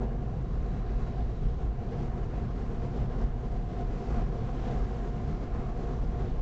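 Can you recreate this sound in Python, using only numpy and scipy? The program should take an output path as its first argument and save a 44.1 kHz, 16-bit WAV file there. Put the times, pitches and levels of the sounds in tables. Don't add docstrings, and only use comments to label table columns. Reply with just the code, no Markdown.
import sys
import numpy as np
from scipy import signal
from scipy.fft import rfft, irfft, next_fast_len
from scipy.io import wavfile
from scipy.ndimage import uniform_filter1d

SR = 44100
rng = np.random.default_rng(int(sys.argv[2]) if len(sys.argv) > 2 else 0)


def attenuation_scalar(level_db):
    decades = np.asarray(level_db, float) / 20
    return 10 ** decades


def materialize(psi):
    bounded = np.clip(np.atleast_2d(psi).T, -1, 1)
    quanta = np.round(bounded * 32767).astype(np.int16)
    wavfile.write(sys.argv[1], SR, quanta)


N = 282924
CAMERA_HZ = 16000


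def noise():
    return rng.standard_normal(N)


def unit(x):
    return x / np.sqrt(np.mean(x ** 2))


def shape(x, gain):
    pad = 4096
    x = np.pad(x, pad, mode="reflect")
    size = next_fast_len(len(x))
    hz = np.arange(size // 2 + 1) * SR / size + 1e-3
    return irfft(rfft(x, size) * gain(hz), size)[pad:pad + N]


def ring(modes, steep):
    def gain(hz):
        power = 0
        for mode_hz, width_hz, db in modes:
            detune = np.abs((hz - mode_hz * mode_hz / hz) / width_hz)
            power = power + attenuation_scalar(2 * db) / (1 + detune ** steep)
        return np.sqrt(power)
    return unit(shape(noise(), gain))


def even(x, hold_s, share):
    k = int(hold_s * SR)
    power = uniform_filter1d(uniform_filter1d(x ** 2, k), k)
    return unit(x / (power + 1e-3) ** (np.clip(share, 0, 1) / 2))


def walk(rate_hz):
    k = int(SR / rate_hz)
    steps = np.repeat(rng.standard_normal(N // k + 1), k)
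    return 1.47 * uniform_filter1d(uniform_filter1d(steps, k), k)[:N]


def played(table):
    s, *columns = np.transpose(table)
    return [np.interp(np.arange(N) / SR, s, c) for c in columns]


def swells(s, db, length_s, fall=0.92):
    t = np.arange(0, N + 64, 64) / SR
    late = (t[:, None] - s) / length_s
    bells = np.exp(-np.where(late > 0, late / fall, late) ** 2)
    return np.interp(np.arange(N) / SR, t, bells @ db)


# (time [s], flow [dB], brightness [dB])
AIRFLOW = [(0, -1, -9.5), (.1, -0.5, -6.5), (.3, -3, -2.5), (.6, -1, 0.5), (1.0, 0, 0), (1.4, -2, 1.5),
           (1.8, -2, -1), (2.0, 0, -1), (2.5, -0.5, 0), (3.2, 0, -0.5), (3.35, -1.5, -1), (3.7, -2, 1),
           (4.1, 3, 0.5), (4.35, 1.5, -1), (4.6, 2.5, 2), (4.9, .5, 1), (5.7, 0.5, 0), (6.42, 0, 0.5)]


def airflow():
    return played(AIRFLOW)


# (time [s], level [dB], extra on windscreen [dB], length [s])
JET_GUSTS = [(0.031, 3.5, 5, 0.034), (0.341, -0.5, 5.5, 0.036), (0.517, 0, -9.5, .04), (0.827, -2, 1, .05),
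             (1.203, 1, 5, .04), (1.474, 0, 1.5, .04), (1.57, -3.5, 1.5, .04), (1.635, 0.5, 4.5, 0.024),
             (1.756, -3, 3.5, 0.061), (1.898, 1.5, 1.5, 0.044), (2.179, 4.5, 1, .03),
             (2.72, 2.5, -1.5, .03), (2.977, 2.5, 1, 0.046), (3.216, 3.5, -4, .07), (3.315, -4, 1.5, .06),
             (3.546, 2.5, 1, 0.048), (3.633, -3, 3.5, 0.046), (3.795, 2.5, 4, .05), (4.165, 3.5, 1, .07),
             (4.268, -1, -2.5, .03), (4.726, 2.5, 3, 0.093), (5.078, 3.5, -1, .03), (5.596, 0, 4.5, .04),
             (5.432, 3, -5.5, 0.036), (5.523, -2.5, 3, .03), (5.722, -2.5, 4, .05), (5.796, 4, -2.5, 0.027),
             (5.915, 3, 0, .05), (6.013, -3.5, 1.5, 0.029), (6.206, 1.5, 2, .05)]


def gusts():
    s, db, strike_db, length_s = np.transpose(JET_GUSTS)
    return swells(s, db, length_s, fall=.7), swells(s, strike_db, length_s)


# (frequency [Hz], width [Hz], level [dB])
CABIN_MODES = [(31.4, 14, -3), (47.6, 16.7, -1)]
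# (time [s], level re steady boom [dB], length [s])
PRESSURE_BUFFETS = [(0.337, -4, .04), (0.581, 4.5, 0.11), (0.964, 5, 0.12), (1.229, 5, .05),
                    (1.132, -3, .04), (1.483, 8, 0.054), (1.674, 7, 0.04), (1.95, -2, .12), (2.138, 5, .04),
                    (2.192, -7.5, 0.047), (2.233, 9.5, 0.032), (2.412, 4, 0.032), (.06, 3, 0.051),
                    (2.801, 2, 0.028), (2.93, -4.5, 0.064), (3.008, 5.5, 0.039), (3.243, 8, 0.055),
                    (4.4, -2, .12), (3.57, 3.5, 0.052), (3.724, -7, 0.046), (3.875, 2.5, 0.087),
                    (4.038, -14, 0.036), (4.18, 6.5, 0.11), (4.81, 5, .06), (5.318, 3, .04),
                    (5.47, -2.5, 0.066), (5.557, 5, .05), (6.05, 6.5, .07), (6.284, 4.5, .05),
                    (6.402, 9, .04)]


def cabin_boom():
    level_db = -33.5 + swells(*np.transpose(PRESSURE_BUFFETS))
    return attenuation_scalar(level_db) * even(ring(CABIN_MODES, steep=3.42), hold_s=.05, share=0.83)


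# (frequency [Hz], width [Hz], level [dB])
ROOF_MODES = [(110.9, 32.6, -1.5), (134.5, 27, -3.5), (170, 44.4, -8)]
# (time [s], level re steady drumming [dB])
ROOF_EDDIES = [(.24, 3), (.37, 4), (.62, -2), (.75, 3), (.89, -7.5), (1.46, 5), (1.6, -3), (1.71, -3),
               (2.0, 5), (2.3, -1.5), (2.45, 4.5), (2.78, -3.5), (2.85, 7), (3.03, 7), (3.5, -2),
               (4.03, -4), (4.11, 2.5), (4.18, -1), (4.25, 5), (4.42, 5.5), (4.72, 4.5), (5.04, -5.5),
               (5.18, 3), (5.31, 6.5), (5.361, -4.5), (5.49, -4), (5.64, 4), (5.73, -3.5), (6.25, 5),
               (6.4, -8)]


def roof_drumming():
    eddy_s = .045
    level_db = -38 + swells(*np.transpose(ROOF_EDDIES), eddy_s)
    return attenuation_scalar(level_db) * even(ring(ROOF_MODES, steep=2.78), hold_s=0.068, share=1.0)


# (frequency [Hz], width [Hz], level [dB])
PANEL_MODES = [(231.5, 40, 0.5), (385, 103, -5), (485.7, 49, -8.5), (607, 73, -16), (665, 28, -16.5)]


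def panel_roar(roar_db):
    return attenuation_scalar(roar_db) * even(ring(PANEL_MODES, steep=2.91), hold_s=0.071, share=0.94)


# (frequency [Hz], width [Hz], level [dB])
SCREEN_MODES = [(711.6, 58, 0), (752, 58, -2.5)]


def windscreen(screen_db):
    return attenuation_scalar(screen_db - 1.0) * even(ring(SCREEN_MODES, steep=2.56), hold_s=0.076, share=.6)


# (multiple of shaft rate [1], level re roar, or from 10 up re windscreen + 7 dB [dB])
BLADE_TONES = [(4, -18), (8, -12), (11, -23), (12, -11), (16, -31)]


def blades(roar_db, screen_db):
    shaft_hz = 58.83
    turn = 2 * np.pi * shaft_hz * np.arange(N) / SR
    tones = 0
    for multiple, db in BLADE_TONES:
        path_db = roar_db if multiple < 10 else screen_db + 7
        shake_rad = 1.45 * walk(14)
        level_db = path_db + db + 1.5 * walk(12)
        tones = tones + attenuation_scalar(level_db) * np.sin(multiple * turn + shake_rad)
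    return tones


# (frequency [Hz], density [dB/Hz])
HISS_SPECTRUM = [(500, -35), (850, -4), (1060, 1.5), (1140, -1), (2090, -12), (2270, -13.5), (4760, -22),
                 (5880, -24), (7600, -28.5), (9880, -67.5), (16700, -120)]


def hiss(rush_db, bright_db, eddies_db):
    table_hz, table_db = np.transpose(HISS_SPECTRUM)
    out = 0
    for mid_hz in 850 * 2 ** np.arange(0, 3.6, .5):
        def gain(hz):
            overlap = np.cos(np.pi * np.clip(np.log2(hz / mid_hz), -.5, .5))
            return overlap * attenuation_scalar(np.interp(np.log(hz), np.log(table_hz), table_db))
        high = np.clip(np.log2(mid_hz / 1500), 0, 1)
        flicker_db = 1.0 * walk(12)
        band_db = high * (bright_db - bright_db.mean()) + (0.68 + 0.097 * high) * eddies_db + flicker_db
        out = out + attenuation_scalar(band_db) * shape(noise(), gain)
    return attenuation_scalar(rush_db + 3.5) * unit(out)


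# (frequency [Hz], width [Hz], level [dB])
DASH_MODES = [(1045, 58, -3), (1400, 58, -13.5), (1643, 76, -12.5), (2080, 88, -16), (2880, 180, -25),
              (4350, 130, -28.5), (5870, 220, -29.5)]


def dash_hollows(rush_db, eddies_db):
    return attenuation_scalar(rush_db + eddies_db - 4.5) * ring(DASH_MODES, steep=3.3)


def body_sway():
    return attenuation_scalar(-47) * ring([(5, 9, 0)], steep=3.0)


# (frequency [Hz], width [Hz], level [dB])
GAP_MODES = [(3850, 90, 0), (3980, 120, -1), (4420, 90, -3)]
# (time [s], level [dB])
WHISTLE_LEVEL = [
    (0, -92),
    (.35, -83),
    (.6, -75),
    (1.25, -75),
    (1.5, -81),
    (2.5, -84),
    (4, -86),
    (6.42, -86),
]


def seal_whistle():
    level_db, = played(WHISTLE_LEVEL)
    return attenuation_scalar(level_db) * ring(GAP_MODES, steep=5.7)


def scene():
    flow_db, bright_db = airflow()
    gusts_db, strike_db = gusts()
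    eddies_db = 0.73 * walk(24) + .6 * walk(60)
    roar_db = -42.5 + 0.83 * flow_db + 1.26 * gusts_db - .35 * bright_db
    screen_db = -50.5 + flow_db + gusts_db + strike_db
    rush_db = -58.5 + flow_db + 0.64 * gusts_db

    boom = cabin_boom()
    roof = roof_drumming()
    struck = panel_roar(roar_db) + windscreen(screen_db) + blades(roar_db, screen_db)
    jets = attenuation_scalar(0.8 * eddies_db) * struck
    leaks = hiss(rush_db, bright_db, eddies_db) + dash_hollows(rush_db, eddies_db) + seal_whistle()
    seals = (1 + 1.9 * boom) * leaks
    flutter = attenuation_scalar(0.55 * walk(34))
    return (boom + roof + flutter * (jets + seals) + body_sway())[None]


def patchy_top(x):
    top_hz, hold = 7800, 2822
    edges_hz = np.linspace(top_hz, CAMERA_HZ / 2, 6)
    out = shape(x, lambda hz: hz < top_hz)
    for low, high, chance in zip(edges_hz, edges_hz[1:], rng.random((5, N // hold + 1))):
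        kept = np.repeat(chance > .3, hold)[:N]
        strip = shape(x, lambda hz: (hz >= low) & (hz < high))
        out = out + uniform_filter1d(1. * kept, size=900) * strip
    return out


def roll_off(x):
    return signal.sosfilt(signal.butter(12, 8830, fs=SR, output="sos"), x)


def record(dry):
    half_hz = CAMERA_HZ / 2
    bent = np.tanh(5 * dry[0]) / 5 + .35 * dry[0] ** 2
    sampled = patchy_top(bent - bent.mean())
    mirror = 2 * sampled * np.cos(2 * np.pi * CAMERA_HZ * np.arange(N) / SR)
    mirror = shape(mirror, lambda hz: (hz > half_hz) & (hz < 1.2 * half_hz))
    played_back = shape(sampled + mirror, lambda hz: 1 / (1 + attenuation_scalar((hz - 8000) / 33.0)))
    fade_out = np.sin(np.pi / 2 * np.clip(np.arange(N)[::-1] / 260, 0, 1)) ** 2
    mix = (played_back * fade_out)[None]
    return roll_off(mix)


dry = scene()
out = record(dry)
materialize(out)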